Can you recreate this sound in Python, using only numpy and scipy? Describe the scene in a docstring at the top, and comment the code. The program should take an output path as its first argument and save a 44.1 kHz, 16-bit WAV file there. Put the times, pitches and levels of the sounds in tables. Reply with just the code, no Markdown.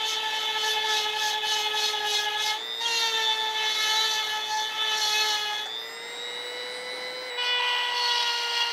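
"""A grinding stone on a mains-powered rotary tool sharpens a saw chain, heard in mono in a wooden shed.
The chain sits in a bench vice. The stone bumps the tooth once a turn, its grit rasps, and the tooth
rings and squeals. When the stone is lifted off, the motor speeds up and whines with a mains throb
over the rush of its fan. At 7.3 s the listener jumps from beside the bench to close above the chain."""
import sys
import numpy as np
from scipy import signal
from scipy.fft import rfft, irfft, next_fast_len
from scipy.io import wavfile
from scipy.ndimage import uniform_filter1d

SR = 44100
rng = np.random.default_rng(int(sys.argv[2]) if len(sys.argv) > 2 else 0)


def wrap_up_sound(samples):
    """Save the sound to the file named by the first command line argument, as 16-bit audio."""
    columns = np.atleast_2d(samples).T
    # keep every value between -1 and 1, then stretch to whole-number steps
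    tamed = np.clip(columns, -1, 1)
    steps = np.round(tamed * 32767).astype(np.int16)
    wavfile.write(sys.argv[1], SR, steps)


N = 384681
T = np.arange(N) / SR
JUMP_S = 7.3  # the listener moves above the chain


# the stone rests on a tooth: start t/s, end t/s, then level/dB of bite, ring and chatter
CONTACTS = [(0.0, 2.589, -35.5, -46.5, -38), (2.805, 5.645, -45, -48, -41.5),
            (7.378, 8.72, -35.5, -43.5, -37.5)]
# loose grit compared with the regular bumps, low while the stone runs evenly: t/s, level/dB
GRIT = [(0, 2.5), (3.0, -1), (5.65, -1.5), (7.415, -19), (7.432, 3), (7.46, -5), (7.485, -10), (7.57, -8),
        (7.61, 4.5), (8.1, 1.5), (8.7, -0.5)]
def grinding(contact, angle, mains, bump_tones, rasp_colour, wander, crowding, ring_grit,
             jolt_db, fizz_db, flutter_db, throb, thrum_db):
    """The stone grinds one tooth: bumps and rasp make a low bite, a bright ring and a fine fizz."""
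    start, end, rest_bite_db, rest_ring_db, chatter_db = contact
    bite_db, ring_db = pressure(start, end, rest_bite_db, rest_ring_db)
    rattle = rattles(start, end)
    grit = undb(curves(GRIT)[0])
    unsteady = wander * np.minimum(0.87 * grit, 1)
    # the touching point wanders round the stone, which blurs the high tones most
    spot = angle + unsteady * (0.1 * walk(22) + 0.039 * walk(330))
    tones = bumps(spot, unsteady, bump_tones)
    grains = rasp(spot, angle, crowding, rasp_colour)
    scrape = (tones + grit * grains) / np.hypot(1, grit)
    bite = band(scrape, 3915, "low", order=10)
    bite *= undb(bite_db + jolt_db * rattle / rattle.max()) / np.std(band(bite, [1500, 3150], "band"))
    # pressing harder brings out the ring; the fizz grows more gently
    ring = (tones + ring_grit * grit * grains) / np.hypot(1, ring_grit * grit)
    ring = band(ring, [3620, 8300], "band", order=8)
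    ring *= undb(ring_db) / np.std(band(ring, [4100, 6800], "band"))
    fizz = sizzle(scrape) * undb(0.68 * ring_db + 0.25 * bite_db + fizz_db + 0.43 * walk(400))
    bounce = chatter(spot, unsteady, rattle, chatter_db, flutter_db, 1 + throb * np.cos(mains))
    # the pressed tool passes its mains throb into the bench
    thrum = undb(thrum_db) * partial(mains + 1.7 * walk(30), waver_db=4.0, rate=14)
    return touch(start, end) * skips(start, end) * (bite + ring + fizz + bounce + thrum)


# tones of the bumping stone, from the side and from above: multiple of the turn rate, relative level/dB
BUMPS_SIDE = [(3, -1), (4, 3), (5, -1), (6, 1), (7, 5), (8, 4), (9, -1), (10, 2.5), (11, -4.5), (12, -6.5),
              (13, -6), (14, -6), (15, -6)]
BUMPS_ABOVE = [(3, -4.5), (4, -4.5), (5, -7.5), (6, 4), (7, 0.5), (8, -22), (9, -5.5), (10, -9), (11, -12),
               (12, -17), (24, -25)]
SPREAD_RAD = 0.249  # the bar carries high tones faster than low ones, which smears each bump
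def bumps(spot, unsteady, bump_tones):
    """The stone's high spot hits the tooth once a turn, so fast that it makes a buzzing note."""
    buzz = 0
    for k, db in bump_tones:
        phase = round(k) * spot + SPREAD_RAD * round(k) ** 2 + 0.49 * unsteady * walk(35)
        buzz += undb(db) * partial(phase, waver_db=5.9 * unsteady, rate=32, scatter=0.29)
    return unit(buzz)


# tone colour of the rasp in chain and bar, from the side and from above: f/Hz, relative level/dB
RASP_SIDE = [(400, -26.5), (800, -13), (1150, -19.5), (2000, -10.5), (2400, -15.5), (3400, -3), (3950, -8),
             (4350, -5.5), (5000, -11.5), (5900, -8.5), (6450, -8), (6800, -16), (8000, -21.5),
             (9200, -28.5), (11200, -24.5), (12400, -29), (13400, -27.5), (15500, -38)]
RASP_ABOVE = [(400, -44), (850, -0.5), (1300, -7.5), (2200, -9), (2650, 5.5), (3100, 11), (3700, -8.5),
              (4450, 0), (4750, -5.5), (5250, -9.5), (6100, -10), (7100, -29.5), (9000, -19), (11000, -18),
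              (13500, -20), (15500, -48)]
def rasp(spot, angle, crowding, rasp_colour):
    """Grains of uneven size tear at the steel, crowded round each bump."""
    grains = rng.standard_normal(N) * undb(walk(3000) + 0.81 * walk(130))
    grains *= np.exp(crowding * np.cos(spot))
    # the same grains come round again on the next turns, which gives a rough pitch
    turn_samples = 2 * np.pi / np.gradient(angle)
    grains = sum(0.4 ** k * grains[np.round(np.arange(N) - k * turn_samples).astype(int)]
                 for k in range(4))
    return unit(band(colour(steel(grains), rasp_colour), 207, "high"))


def steel(x, ring_s=0.022, share=0.41):
    """The links and the bar ring briefly at many close pitches."""
    t = T[:SR // 10]
    ringing = rng.standard_normal(len(t)) * 1000 ** (-t / ring_s)
    return unit(unit(x) + share * unit(signal.fftconvolve(x, ringing)[:N]))


def sizzle(x, flare_db=2.6, rate=13):
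    """As the stone creeps along the tooth, each of its high tones flares and fades on its own."""
    edges = np.geomspace(8300, 15700, 11)
    return unit(sum(band(x, [lo, hi], "band", order=2) * undb(flare_db * walk(rate))
                    for lo, hi in zip(edges, edges[1:])))


# pushes along the tooth: hardest at t/s, half length/s, bite level/dB, ring level/dB
PUSHES = [(0.109, 0.053, -50, -35.5), (0.394, 0.1, -46, -43.5), (0.678, 0.085, -37.5, -36),
          (0.956, 0.086, -36, -33), (1.262, 0.082, -43, -33), (1.553, 0.093, -42, -33.5),
          (1.847, 0.084, -37, -32.5), (2.15, 0.086, -37.5, -31.5), (2.463, 0.07, -42, -32.5),
          (2.973, 0.16, -36, -33.5), (3.191, 0.23, -35.5, -39.5), (3.64, 0.15, -34, -51),
          (3.923, 0.31, -33, -33.5), (4.133, 0.069, -47, -35.5), (4.3, 0.17, -36, -43),
          (4.57, 0.098, -72, -36.5), (4.865, 0.2, -33, -46.5), (5.048, 0.14, -39.5, -31.5),
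          (5.236, 0.19, -34, -33), (5.485, 0.22, -38, -45), (7.47, 0.061, -37, -38.5),
          (7.633, 0.3, -32.5, -56), (8.034, 0.087, -38, -36), (8.176, 0.12, -33.5, -34),
          (8.369, 0.16, -36.5, -35), (8.593, 0.078, -32.5, -34), (8.715, 0.048, -35, -33)]
def pressure(start, end, bite_db, ring_db):
    """Each push of the hand adds to the resting bite and ring; gives both levels in dB."""
    bite, ring = undb(bite_db) ** 2, undb(ring_db) ** 2
    for s, half, push_bite_db, push_ring_db in PUSHES:
        if start <= s <= end:
            push = swell(s, half)
            bite += push * undb(push_bite_db) ** 2
            ring += push * undb(push_ring_db) ** 2
    return 10 * np.log10(bite), 10 * np.log10(ring)


def touch(start, end, land_s=0.016, lift_s=0.093):
    """1 while the stone is on the tooth, 0 while it spins free."""
    return np.clip(.5 + (T - start) / land_s, 0, 1) * np.clip(.5 + (end - T) / lift_s, 0, 1)


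# bouts of hard rattling: t/s, half length/s, level/dB
RATTLES = [(.01, 0.013, -33), (0.278, 0.026, -33.5), (0.49, 0.006, -29), (.567, 0.011, -31),
           (0.667, 0.023, -31), (0.775, 0.016, -27.5), (0.851, 0.016, -28.5), (0.942, 0.062, -31.5),
           (1.063, 0.013, -28.5), (1.169, 0.0086, -28.5), (1.261, 0.045, -31), (1.365, 0.023, -32),
           (1.451, 0.01, -28), (1.543, .045, -34.5), (1.668, 0.017, -30), (1.75, 0.014, -29),
           (1.85, 0.012, -36), (1.946, 0.014, -30), (2.048, 0.014, -34), (2.15, 0.029, -40.5),
           (2.274, 0.019, -29), (2.357, .022, -31.5), (2.504, 0.054, -33.5), (2.89, 0.12, -35.5),
           (3.055, 0.042, -32), (3.194, .05, -33.5), (3.3, 0.039, -28.5), (3.452, 0.11, -32),
           (3.632, 0.086, -34.5), (3.955, 0.072, -30.5), (4.158, 0.064, -35), (4.363, 0.043, -31.5),
           (4.565, 0.075, -27.5), (4.802, 0.061, -42), (4.925, 0.045, -35), (5.102, 0.16, -34.5),
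           (5.31, 0.094, -32.5), (5.525, 0.026, -33), (5.622, 0.026, -37), (7.606, 0.0067, -28),
           (7.628, 0.0058, -30), (7.715, 0.13, -32.5), (8.087, 0.27, -32), (8.623, 0.11, -37)]
def rattles(start, end):
    """How hard the stone rattles in the hollow of the tooth."""
    return np.sqrt(sum(undb(db) ** 2 * swell(s, half) for s, half, db in RATTLES if start <= s <= end))


def chatter(spot, unsteady, rattle, level_db, flutter_db, mains_throb):
    """The stone bounces sideways twice a turn: a ragged flutter with the hard rattles on top."""
    flutter = unit(undb(flutter_db * np.minimum(walk(90), 1)))
    strength = np.hypot(undb(level_db) * flutter, rattle) * mains_throb
    swing = 2 * spot + 0.34 * unsteady * walk(70)
    note = unit(np.cos(swing) + undb(-9) * np.sin(2 * swing))
    return band(strength * note, 470, "high")


# short gaps in the grinding: t/s, half length/s, drop/dB
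SKIPS = [(1.407, 0.022, 5.5), (7.616, 0.0039, 13)]
def skips(start, end):
    """The level dips as the stone skips off the steel for an instant."""
    return undb(-sum(drop_db * swell(s, half) for s, half, drop_db in SKIPS if start <= s <= end))


# the tooth sings: t/s, half length/s, multiple of the turn rate, level/dB
SQUEALS = [(0.68, .04, 10, -39), (1.004, .03, 10, -43), (1.28, .04, 10, -42), (1.55, 0.039, 7, -34),
           (1.845, 0.03, 10, -29.5), (2.495, 0.035, 5, -34.5), (2.864, 0.01, 7, -24), (2.965, 0.1, 9, -36),
           (2.936, 0.086, 6, -33), (3.794, 0.034, 9, -31.5), (3.842, 0.1, 5, -37), (4.002, 0.067, 9, -29),
           (5.033, 0.022, 10, -34), (5.102, 0.027, 8, -33), (5.13, 0.011, 10, -30), (5.183, 0.047, 6, -31),
           (5.234, 0.029, 10, -29), (7.396, 0.04, 6, -38), (7.522, 0.066, 6, -34), (7.525, 0.068, 7, -40),
           (7.576, 0.27, 5, -36.5), (7.68, 0.4, 4, -42), (8.045, 0.074, 9, -33.5), (8.111, 0.024, 7, -32),
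           (8.114, 0.022, 6, -35), (8.193, 0.15, 8, -37), (8.206, 0.022, 7, -31), (8.52, 0.29, 3, -46),
           (8.614, 0.025, 7, -30)]
def squeals(angle):
    """The stone grabs and the tooth locks onto one note; loose grit makes it ragged."""
    ragged = np.minimum(undb(curves(GRIT)[0]), 1)
    slip = angle + ragged * (0.11 * walk(60) + 0.023 * walk(300))
    waver = unit(undb(2.1 * ragged * np.minimum(walk(140), 1)))
    notes = 0
    for s, half, k, db in SQUEALS:
        strength = undb(db) * np.exp(-np.minimum(((T - s) / half) ** 2, 20))
        notes += strength * np.cos(round(k) * slip + SPREAD_RAD * round(k) ** 2)
    return waver * notes * np.sqrt(2)


# the stone knocks as it leaves the tooth: t/s, starting level/dB
KNOCKS = [(5.6575, -34)]
def knocks(decay_s):
    """A short clack of stone on steel sets the bar ringing for a moment."""
    strikes = sum(undb(db) * (T >= s) * np.exp(-abs(T - s) / decay_s) for s, db in KNOCKS)
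    bar_colour = [(600, -5), (800, 12), (1100, -7), (1800, 2), (2600, -21), (7000, -10.5), (10000, -34)]
    clack = unit(colour(rng.standard_normal(N), bar_colour))
    return band(strikes * clack, 393, "high")


# motor speed, heard from the side and then from above: t/s, turn rate f/Hz
SPEED_SIDE = [(0.0, 437), (0.57, 434.5), (0.89, 432.4), (1.06, 425.5), (1.14, 430), (1.36, 427),
              (1.48, 430.6), (1.64, 424.3), (1.74, 426.9), (2.23, 419.6), (2.37, 425), (2.54, 428.5),
              (2.64, 447), (2.86, 465), (3.02, 457.5), (3.13, 446.4), (3.33, 438.6), (3.59, 435),
              (3.86, 431.1), (4.04, 439.6), (4.26, 429.7), (4.53, 431), (4.81, 435), (5.0, 431.2),
              (5.1, 425.2), (5.19, 430.2), (5.27, 428.3), (5.37, 422.5), (5.52, 420.5), (5.64, 426.6),
              (5.81, 451), (6.13, 475.4), (6.35, 485.6), (6.74, 497.4), (7.29, 507)]
SPEED_ABOVE = [(7.305, 489.7), (7.609, 491.5), (8.021, 486.3), (8.315, 475), (8.66, 472.3)]
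def motor_spin():
    """The shaft's turns per second, and its angle with a slight wobble in speed."""
    hz, = curves(list(SPEED_SIDE) + list(SPEED_ABOVE))
    return hz, 2 * np.pi * np.cumsum(hz * (1 + 0.00076 * walk(25))) / SR


# hum of the shaft: t/s, level/dB
HUM = [(0, -44), (2.15, -41.5), (2.6, -50), (3.04, -43), (4.7, -48.5), (5.25, -45.5), (5.7, -50),
       (6.6, -41.5), (7.3, -40.5), (7.45, -43), (8.72, -47)]
def shaft_hum(angle, loaded):
    """The unbalanced shaft shakes once a turn; its level wavers more while grinding."""
    strength = undb(curves(HUM)[0] + 2.6 * loaded * walk(9.9))
    return strength * partial(angle + 0.077 * walk(70), waver_db=0.36, rate=61)


# whine of the motor's spinning core: t/s, level/dB
WHINE = [(0, -36), (2.5, -37), (2.65, -34.5), (2.8, -32), (2.95, -38), (3.27, -30), (3.55, -35),
         (4.7, -34.5), (5.2, -31.5), (5.6, -37.5), (5.78, -33.5), (5.9, -47), (6.25, -37), (7.3, -40),
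         (8.72, -74)]
def motor_whine(angle, hz, above, loaded, mains):
    """The core whines at eight times the turn rate and throbs as the magnetic pull swells."""
    depth = 1 - 0.65 * above
    throb = np.exp(depth * np.cos(mains)) / np.sqrt(np.i0(2 * depth))
    # the throb adds a tone on each side; the one nearer the motor's main resonance is stronger
    lean = .5 * np.tanh((3640 - 8 * hz) / 220)
    note = partial(8 * angle + lean * np.sin(mains), waver_db=2.0 + 2.1 * loaded, rate=25)
    return undb(curves(WHINE)[0]) * throb * note


# weaker tones of fan and core: multiple of the turn rate, base level/dB
MOTOR_TONES = [(2, -54), (3, -55), (4, -52.5), (6, -59), (11, -64), (15, -72), (16, -60), (18, -65),
               (29, -77), (31, -74.5), (32, -77), (33, -79)]
# pitches that the plastic housing makes louder: f/Hz, width/Hz, boost/dB
HOUSING = [(2064, 310, 7.5), (2990, 220, 7.5), (4950, 560, 14.5), (8900, 1000, 4.5), (13100, 800, 10)]
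def motor_tones(angle, hz, above, loaded, mains, fade_db_per_s=1):
    """Fan, core and bearings sing through the housing, louder with speed and damped by grinding."""
    balls, outer = 7, 2.635  # outer: balls passing a point on the bearing's outer ring each turn
    inner = balls - outer
    bearing = [(outer, -56.5), (inner, -53.0), (2 * inner + 1, -68.5)]
    tones = 0
    for k, db in [(round(k), db) for k, db in MOTOR_TONES] + bearing:
        boost_db = sum(peak / (1 + (2 * (k * hz - centre) / width) ** 4)
                       for centre, width, peak in HOUSING)
        tones += undb(db + boost_db + shed(k * hz)) * partial(k * angle, waver_db=2.6, rate=17)
    fade_db = fade_db_per_s * (T - JUMP_S) * above  # from above, the tones slowly get quieter
    damping_db = 2.0 * loaded * (2 - above)
    return tones * (hz / 495) ** 2 * (1 + 0.038 * np.cos(mains)) * undb(-fade_db - damping_db)


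# tone colour of the cooling air: f/Hz, relative level/dB
AIR = [(30, -28), (130, -11.5), (380, 1), (900, 5), (1200, -3), (2100, 4.5), (2600, -6.5), (4300, -3),
       (5900, -9.5), (6700, -17.5), (9500, -23), (15500, -27)]
def fan_air(hz, above):
    """The fan's rush grows with speed and is duller from above."""
    rush = unit(colour(rng.standard_normal(N), AIR))
    rush *= undb(-41.0 + 0.73 * walk(12)) * (hz / 495) ** 3.1
    dull = colour(rush, [(60, -18.0), (700, 1.5), (2500, 3.5), (9000, -10)])
    return rush * (1 - above) + dull * above


def shed(hz, spacing_hz=112.2):
    """Gain in dB of a tone gliding through the shed's peaks and dips, which blur in the bass."""
    grid = np.arange(0, SR / 2, spacing_hz)
    heights = rng.uniform(-0.46, 1, size=1024)[:len(grid)]
    return 6 * np.interp(hz, grid, heights) * np.minimum(hz / 6000, 2)


def partial(angle, waver_db, rate, scatter=1):
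    """A tone with deep dips and gentle swells. Tones with little scatter line up into pulses."""
    strength = undb(waver_db * np.minimum(walk(rate), 1))
    return unit(strength * np.cos(angle + scatter * rng.uniform(-np.pi, np.pi)))


def walk(rate):
    """A random drift of typical size 1, with about `rate` new values a second."""
    hold = max(int(SR / rate), 1)
    knots = rng.standard_normal((N // hold + 2, 1))
    ramps = knots[:-1] + np.diff(knots, axis=0) * np.arange(hold) / hold
    return 1.22 * ramps.ravel()[:N]


def swell(s, half):
    """A bell shape with a slightly flat top, reaching 1 at time s."""
    shape, near = np.zeros(N), abs(T - s) < 4 * half
    shape[near] = np.exp(-2 * (abs(T[near] - s) / half) ** 2.2)
    return shape


def curves(rows):
    """Turn each column after the time into a value per sample."""
    s, *columns = np.transpose(rows)
    return [np.interp(T, s, c) for c in columns]


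def colour(x, points):
    """Filter by a curve through (f/Hz, level/dB) points."""
    hz, db = np.transpose(points)
    size = next_fast_len(N)
    f = np.maximum(np.fft.rfftfreq(size, 1 / SR), 1)
    gain = undb(np.interp(np.log(f), np.log(hz), db))
    return irfft(rfft(x, size) * gain, size)[:N]


def band(x, edges, kind, order=4):
    """Keep the lows, the highs or a band, without delay."""
    return signal.sosfiltfilt(signal.butter(order, edges, kind, fs=SR, output="sos"), x)


def undb(db):
    """Decibels to gain."""
    return 10 ** (np.asarray(db) / 20)


def unit(x):
    """Scale to an average strength (rms) of 1."""
    return x / np.sqrt(np.mean(x ** 2))


def scene():
    """One turning shaft drives the stone and the motor's sounds."""
    hz, angle = motor_spin()
    mains = 2 * np.pi * 120 * T  # the magnetic pull swells twice in each mains cycle
    spindle = angle + 0.025 * np.sin(mains)  # this twists the spindle back and forth
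    above = uniform_filter1d(1. * (T > JUMP_S), 200)  # 0 from the side, 1 from above
    loaded = sum(touch(start, end) for start, end, *_ in CONTACTS)
    *from_side, from_above = CONTACTS
    stone = sum(grinding(contact, spindle, mains, BUMPS_SIDE, RASP_SIDE, wander=1.23, crowding=0.18,
                         ring_grit=0.69, jolt_db=1.5, fizz_db=-17.0, flutter_db=8.5, throb=0.057,
                         thrum_db=-71) for contact in from_side)
    stone += grinding(from_above, spindle, mains, BUMPS_ABOVE, RASP_ABOVE, wander=0.67, crowding=0.53,
                      ring_grit=1.14, jolt_db=2.0, fizz_db=-24.5, flutter_db=1.5, throb=0.19,
                      thrum_db=-79.5)
    tool = shaft_hum(angle, loaded) + motor_whine(angle, hz, above, loaded, mains)
    tool += motor_tones(angle, hz, above, loaded, mains) + fan_air(hz, above)
    mono = stone + loaded * squeals(spindle) + knocks(decay_s=0.028) + tool
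    return np.array([mono, mono])


def record(dry):
    """Round off the highest peaks and cut the treble above 15700 Hz."""
    rounded = dry / (1 + (dry / .28) ** 4) ** .25
    return signal.sosfilt(signal.ellip(12, .1, 80, 15700, fs=SR, output="sos"), rounded)


dry = scene()
out = record(dry)
wrap_up_sound(out)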